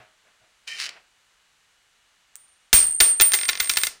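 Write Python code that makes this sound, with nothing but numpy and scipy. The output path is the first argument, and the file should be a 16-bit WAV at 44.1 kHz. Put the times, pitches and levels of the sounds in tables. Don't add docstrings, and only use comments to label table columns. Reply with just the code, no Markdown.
import sys
import numpy as np
from scipy import signal
from scipy.fft import rfft, irfft
from scipy.io import wavfile

SR = 44100
rng = np.random.default_rng(int(sys.argv[2]) if len(sys.argv) > 2 else 0)


def store_pcm(level_fs):
    pcm = np.round(np.clip(level_fs, -1, 1) * 32767).astype(np.int16)
    wavfile.write(sys.argv[1], SR, np.atleast_2d(pcm).T)


N = 176400
T = np.arange(N) / SR

# frequency in Hz, t60 (time to decay by 60 dB) in seconds.
COIN_MODES = [(8668, 0.66), (8905, 0.86), (15110, 0.26)]
# start in seconds, turns per second, starting angle in radians,
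# level in dB of the low, middle and high mode.
FLIGHTS = [(2.354, 12, -0.69, -62, -52, -53), (2.731, 38.4, 0.97, -5.5, -8.5, -4),
           (3.005, 5.2, -0.094, -11.5, -12, -11), (3.209, 8.55, -0.64, -20.5, -11, -5.5),
           (3.338, 4.3, 0.25, -18, -22.5, -16.5), (3.491, 4.7, 0.011, -30.5, -32, -27),
           (3.605, 1.2, -0.55, -26.5, -33.5, -22), (3.695, 2.8, -0.34, -27.5, -33, -28),
           (3.77, 1.6, -1, -24, -32.5, -21), (3.836, 2.4, -0.49, -33, -37, -27)]
# start in seconds, level in dB, chatter length in seconds,
# brightness in dB, frame thud in dB, panel boom in dB.
SLAPS = [(2.7294, 17, 0.0026, 8.5, -18.5, -30), (3.0028, 11, 0.0073, 2, -29, -25.5),
         (3.1993, 3, 0.0031, -9, -31, -30.5), (3.21, 8, 0.0015, -7, -36.5, -32.5),
         (3.218, 1.5, 0.0041, 4, -48, -38), (3.3396, 0.5, 0.0039, -1.5, -54, -37),
         (3.489, 0, 0.0047, -4.5, -52, -44.5), (3.6015, 0, 0.0048, 0, -43, -55),
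         (3.6982, 0.5, 0.0023, 1.5, -47, -50), (3.7703, -1, 0.0054, 1.5, -47, -47),
         (3.8348, 0, 0.0015, 9, -50, -48), (3.8692, -8.5, 0.0034, 5, -56, -56)]
# start in seconds, level in dB, brightness in dB.
RIM_TICKS = [(3.3197, -6, 6), (3.3352, -1, 13), (3.3502, -5.5, 6), (3.3883, -8.5, -19), (3.4128, -8, -31),
             (3.4330, -7, -22), (3.4539, -11.5, -11), (3.4833, -11.5, 3), (3.4870, -8, -7),
             (3.4964, -1.5, 0), (3.5317, -9.5, -24), (3.5535, -9.5, -29), (3.5747, -12.5, -16),
             (3.5990, -11, -3), (3.6111, -20.5, 8), (3.6288, -15, -14), (3.6453, -15.5, 0),
             (3.6588, -17.5, -12), (3.6735, -15.5, -8), (3.6952, -6, 16), (3.7143, -17, 9),
             (3.7371, -14, 6.5), (3.7597, -14.5, 0), (3.7852, -14, 4), (3.8147, -14.5, 2), (3.8524, -24, 7)]

# start in seconds, level in dB.
FLICKS = [(2.356, -8.5), (2.3635, -19.5)]
CRINKLES = [(.6775, -9), (.8005, -6), (.8213, -25), (.842, -6.5), (.8647, -8), (.8922, -17), (.8945, -19)]
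TAPS = [(.964, -52), (1.195, -51)]
BUMPS = [(.002, -55.5), (.415, -66)]

# frequency in Hz, gain in dB, t60 in seconds.
TOP_MODES = [(1444, -27.5, 0.046), (1757, -26.5, 0.033), (2089, -20.5, 0.034), (2362, -27.5, 0.032),
             (2670, -24.5, 0.031), (3164, -32, 0.041), (3640, -23, 0.034), (3912, -26, 0.043),
             (4750, -27.5, 0.04)]
PANEL_MODES = [(309, -1.5, 0.087), (401, 1.5, 0.1), (702, 0.5, 0.096), (838.5, -0.5, 0.09)]
FRAME_MODES = [(30.4, 8, 0.068), (49.6, 3.5, 0.097), (85, -4, 0.074), (124.3, -8, 0.1), (216.4, -9, 0.15)]
SETTLE_MODES = [(2108, -29.5, 0.054)]
BUMP_MODES = [(122, 1.5, 0.15), (632, 1.5, 0.31), (726, 2.5, 0.27)]
SHEET_MODES = [(1830, -5.5, 0.043), (2333, -2, 0.019), (3080, -2, 0.042), (5150, -5.5, 0.02)]

# time in seconds, relative level in dB.
KNOCK_ENVELOPE = [(2.73, -10), (3.0, -1.5), (3.3, 0.6)]
SLIDE_ENVELOPE = [(0.668, -68), (0.676, -37.5), (0.774, -42.5), (0.8, -29), (0.872, -36), (0.884, -90),
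                  (0.892, -30), (0.904, -77), (1.03, -100)]
SHEET_ENVELOPE = [(.668, -82), (.677, -37.5), (.735, -35), (.78, -45), (.84, -40.5), (.88, -42), (.91, -58)]
BRUSH_ENVELOPE = [(0.0, -55), (0.196, -83.5), (0.274, -66), (0.398, -81), (0.438, -65), (0.486, -79),
                  (0.66, -83), (0.676, -62), (0.884, -56), (0.948, -61.5), (0.968, -53.5), (1.01, -69.5),
                  (1.1, -79)]

# frequency in Hz, relative level in dB.
CLICK_SPECTRUM = [(100, -21), (400, -6.5), (900, -3.5), (1600, 4.5), (3000, 9), (5000, 11.5), (7000, 8.5),
                  (10000, 6.5), (13000, 3), (16000, -7)]
FLICK_SPECTRUM = [(200, -47), (1500, -9.5), (5000, -12.5), (7000, 0.5), (8800, 5), (11000, -20),
                  (14000, -14), (15100, 4), (16000, -16)]
SLIDE_SPECTRUM = [(200, -51), (500, -26), (1000, -11), (1800, 2.5), (2600, 4), (3400, 0.5), (3800, 5.5),
                  (5100, 5), (6000, -1), (8100, -8.5), (9300, -6), (11000, -20), (16000, -27.5)]
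BRUSH_SPECTRUM = [(40, -29), (120, -11.5), (300, -8.5), (500, -3.5), (680, -0.5), (900, -4), (1500, -0.5),
                  (2600, -4.5), (4000, -15), (16000, -46)]
HISS_SPECTRUM = [(15, -59.5), (25, 4), (58, -5), (300, -12), (754, -6.5), (1520, -1.5), (4100, -5),
                 (5250, -10), (6100, -8), (7600, -9), (10000, -15), (11200, -19.5), (16000, -29)]

# frequency in Hz, gain in dB, t60 in seconds.
ROOM_BANDS = [(100, 0, 0.84), (427, 4, 0.33), (840, 1, 0.4), (2550, -3, 0.3), (5200, -8.5, 0.3),
              (8250, -7, 0.21), (12800, -9.5, 0.16), (16400, -30.5, 0.26)]
# frequency in Hz, rms level in dB.
WHINE_TONES = [(2918, -77.5), (3354, -86.5)]

GRAVITY, SOUND_SPEED = 9.81, 343
CHATTER_GAP_S = 0.0012
LN_1000 = np.log(1000)


def coin(rest_s=3.86, build_s=0.00072, damp_s=0.0034, wobble=0.38, image=0.17, slant=0.346):
    out = np.zeros(N)
    ends = [row[0] for row in FLIGHTS[1:]] + [rest_s]
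    for (start, turns, start_angle, *levels), end in zip(FLIGHTS, ends):
        first = int(start * SR)
        t = T[:min(N - first, SR // 2)]
        gate = (1 - np.exp(-t / build_s)) * np.exp(-np.maximum(t - (end - start), 0) / damp_s)
        angle = start_angle + 2 * np.pi * turns * t
        height = np.maximum(GRAVITY / 2 * t * (end - start - t), 0)
        approach = slant * height
        for (hz, t60), db in zip(COIN_MODES, levels):
            tilt, phase = rng.uniform(0, 2 * np.pi, 2)
            facing = np.cos(angle) + 1j * wobble * np.cos(0.29 * angle + tilt)
            doppler = np.exp(2j * np.pi * hz * approach / SOUND_SPEED)
            paths = doppler + image / doppler
            mode = np.exp(1j * (2 * np.pi * hz * t + phase) - LN_1000 * t / t60)
            out[first:first + len(t)] += amp(db) * gate * np.real(facing * paths * mode)
    return out


def contact_force(chatter_db=-2):
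    rows = list(RIM_TICKS)
    for start, db, length, bright_db, *_ in SLAPS:
        rows.append((start, db, bright_db))
        for k, (late, strength) in enumerate(rng.uniform(-1, 1, size=(8, 2))):
            delay = CHATTER_GAP_S * (k + 1 + late / 2)
            loss_db = min(8 * (delay / length) ** 4, 80)
            rows.append((start + delay, db + chatter_db + 2 * strength - loss_db, bright_db))
    return strike(rows)


def strike(rows, bright_hz=6330):
    soft = impulses([(start, db) for start, db, _ in rows])
    hard = impulses([(start, db + bright_db) for start, db, bright_db in rows])
    highpass = signal.butter(2, bright_hz, "high", fs=SR, output="sos")
    treble = signal.sosfilt(highpass, signal.sosfilt(highpass, hard + 1e-18))
    return lowpass(lowpass(soft, bright_hz), bright_hz) + treble


def clack(force, echo_s=0.0028, echo_hz=2960, scatter_t60=0.014, scatter_hz=6450):
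    click = colour(force, CLICK_SPECTRUM)
    echo = np.interp(T - echo_s, T, lowpass(click, echo_hz), left=0)
    retained = np.exp(-2 * LN_1000 / (scatter_t60 * SR))
    energy = signal.lfilter([1 - retained], [1, -retained], lowpass(force, scatter_hz) ** 2 + 1e-18)
    scatter = colour(np.sqrt(energy) * rng.standard_normal(N), CLICK_SPECTRUM)
    return click + amp(4) * lowpass(scatter, scatter_hz) + amp(-11.5) * echo


def desk(force, settle_s=3.38):
    knock = force * amp(np.interp(T, *np.transpose(KNOCK_ENVELOPE))) + impulses(TAPS)
    top = ring(knock, TOP_MODES) + ring(knock * (T > settle_s), SETTLE_MODES)
    boom = ring(impulses([(start, db) for start, *_, db in SLAPS]), PANEL_MODES)
    thud = ring(impulses([(start, db) for start, *_, db, _ in SLAPS]), FRAME_MODES)
    return top + boom + thud


def thumbnail():
    return colour(impulses(FLICKS), FLICK_SPECTRUM)


def paper(snags_per_s=1100, snag_spread_db=7, slip_hz=346, slip_db=3):
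    sizes = amp(snag_spread_db * np.minimum(rng.exponential(1, N), 2)) * rng.choice([-1, 1], N)
    snags = unit(sizes * (rng.random(N) < snags_per_s / SR))
    grip = unit(amp(slip_db * unit(lowpass(rng.standard_normal(N), slip_hz))))
    friction = grip * rng.standard_normal(N) + amp(0.5) * snags
    hiss = amp(0.5) * envelope(SLIDE_ENVELOPE) * unit(colour(friction, SLIDE_SPECTRUM))
    resonance = envelope(SHEET_ENVELOPE) * unit(ring(friction, SHEET_MODES))
    return hiss + resonance + colour(impulses(CRINKLES), SLIDE_SPECTRUM)


def sleeve():
    return amp(4.5) * envelope(BRUSH_ENVELOPE) * unit(colour(rng.standard_normal(N), BRUSH_SPECTRUM))


def nudges():
    return ring(impulses(BUMPS), BUMP_MODES)


def radiated_cracks(tick_db=2.5, slap_db=1.55):
    rows = [(start, db + tick_db, bright_db) for start, db, bright_db in RIM_TICKS]
    for start, db, length, bright_db, *_ in SLAPS:
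        chatter_db = 10 * np.log10(1 + length / CHATTER_GAP_S / 2)
        rows.append((start, db + slap_db + chatter_db, bright_db))
    return colour(strike(rows), CLICK_SPECTRUM)


def room(x, bands=16):
    hz = np.linspace(0, SR / 2, SR // 2 + 1)
    centres = np.geomspace(60, 17000, bands)
    points_hz, levels, t60s = np.transpose(ROOM_BANDS)
    response = 0
    for centre, selector in zip(centres, np.eye(bands)):
        decay = np.exp(-LN_1000 * T[:SR] / at_hz(centre, points_hz, t60s))
        tail = unit(rng.standard_normal(SR) * decay) / np.sqrt(SR)
        weight = np.sin(np.pi / 2 * at_hz(hz, centres, selector))
        response += amp(at_hz(centre, points_hz, levels)) * irfft(rfft(tail) * weight)
    swell = np.interp(T[:SR], [.003, .012, .6, .8], [0, 1, 1, 0])
    return signal.fftconvolve(x, response * swell)[:N]


def background(hiss_db=-64):
    whine = sum(amp(db) * np.sqrt(2) * np.sin(2 * np.pi * hz * T) for hz, db in WHINE_TONES)
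    return amp(hiss_db) * unit(colour(rng.standard_normal(N), HISS_SPECTRUM)) + whine


def ring(x, modes):
    out = 0
    for k, (hz, db, t60) in enumerate(modes):
        radius, step = np.exp(-LN_1000 / (t60 * SR)), 2 * np.pi * hz / SR
        feedback = [1, -2 * radius * np.cos(step), radius * radius]
        out += (-1) ** k * amp(db) * signal.lfilter([0, np.sin(step)], feedback, x + 1e-18)
    return out


def colour(x, spectrum, size=4096):
    hz = np.linspace(0, SR / 2, size // 2 + 1)
    cepstrum = irfft(np.log(amp(at_hz(hz, *np.transpose(spectrum)))))
    cepstrum[1:size // 2] *= 2
    cepstrum[size // 2 + 1:] = 0
    return signal.fftconvolve(x, irfft(np.exp(rfft(cepstrum))))[:N]


def lowpass(x, hz):
    return signal.sosfilt(signal.butter(2, hz, fs=SR, output="sos"), x + 1e-18)


def impulses(rows):
    starts, levels = np.transpose(rows)
    return np.bincount((starts * SR).astype(int), amp(levels), N)[:N]


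def envelope(rows):
    return amp(np.interp(T, *np.transpose(rows), left=-120, right=-120))


def at_hz(hz, points_hz, values):
    return np.interp(np.log(hz + 1), np.log(points_hz), values)


def amp(db):
    return 10 ** (np.asarray(db) / 20)


def unit(x):
    return x / np.sqrt(np.mean(x ** 2) + 1e-20)


def scene():
    force = contact_force()
    clacks, body = clack(force), desk(force)
    flick, ringing, sheet = thumbnail(), coin(), paper()
    direct = clacks + body + flick + ringing + sheet
    impacts = radiated_cracks() + flick + amp(-11.5) * body
    reverb = room(amp(-5.5) * impacts + amp(5.5) * ringing + amp(-4) * sheet)
    return (direct + reverb + sleeve() + nudges() + background())[None]


def record(dry, overload=0.48, cutoff_hz=16000):
    oversampled = signal.resample_poly(dry, 2, 1, axis=-1)
    saturated = oversampled / (1 + (oversampled / overload) ** 4) ** (1 / 4)
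    clipped = signal.resample_poly(saturated, 1, 2, axis=-1)
    return signal.sosfilt(signal.ellip(8, .2, 70, cutoff_hz, fs=SR, output="sos"), clipped)


dry = scene()
out = record(dry)
store_pcm(out)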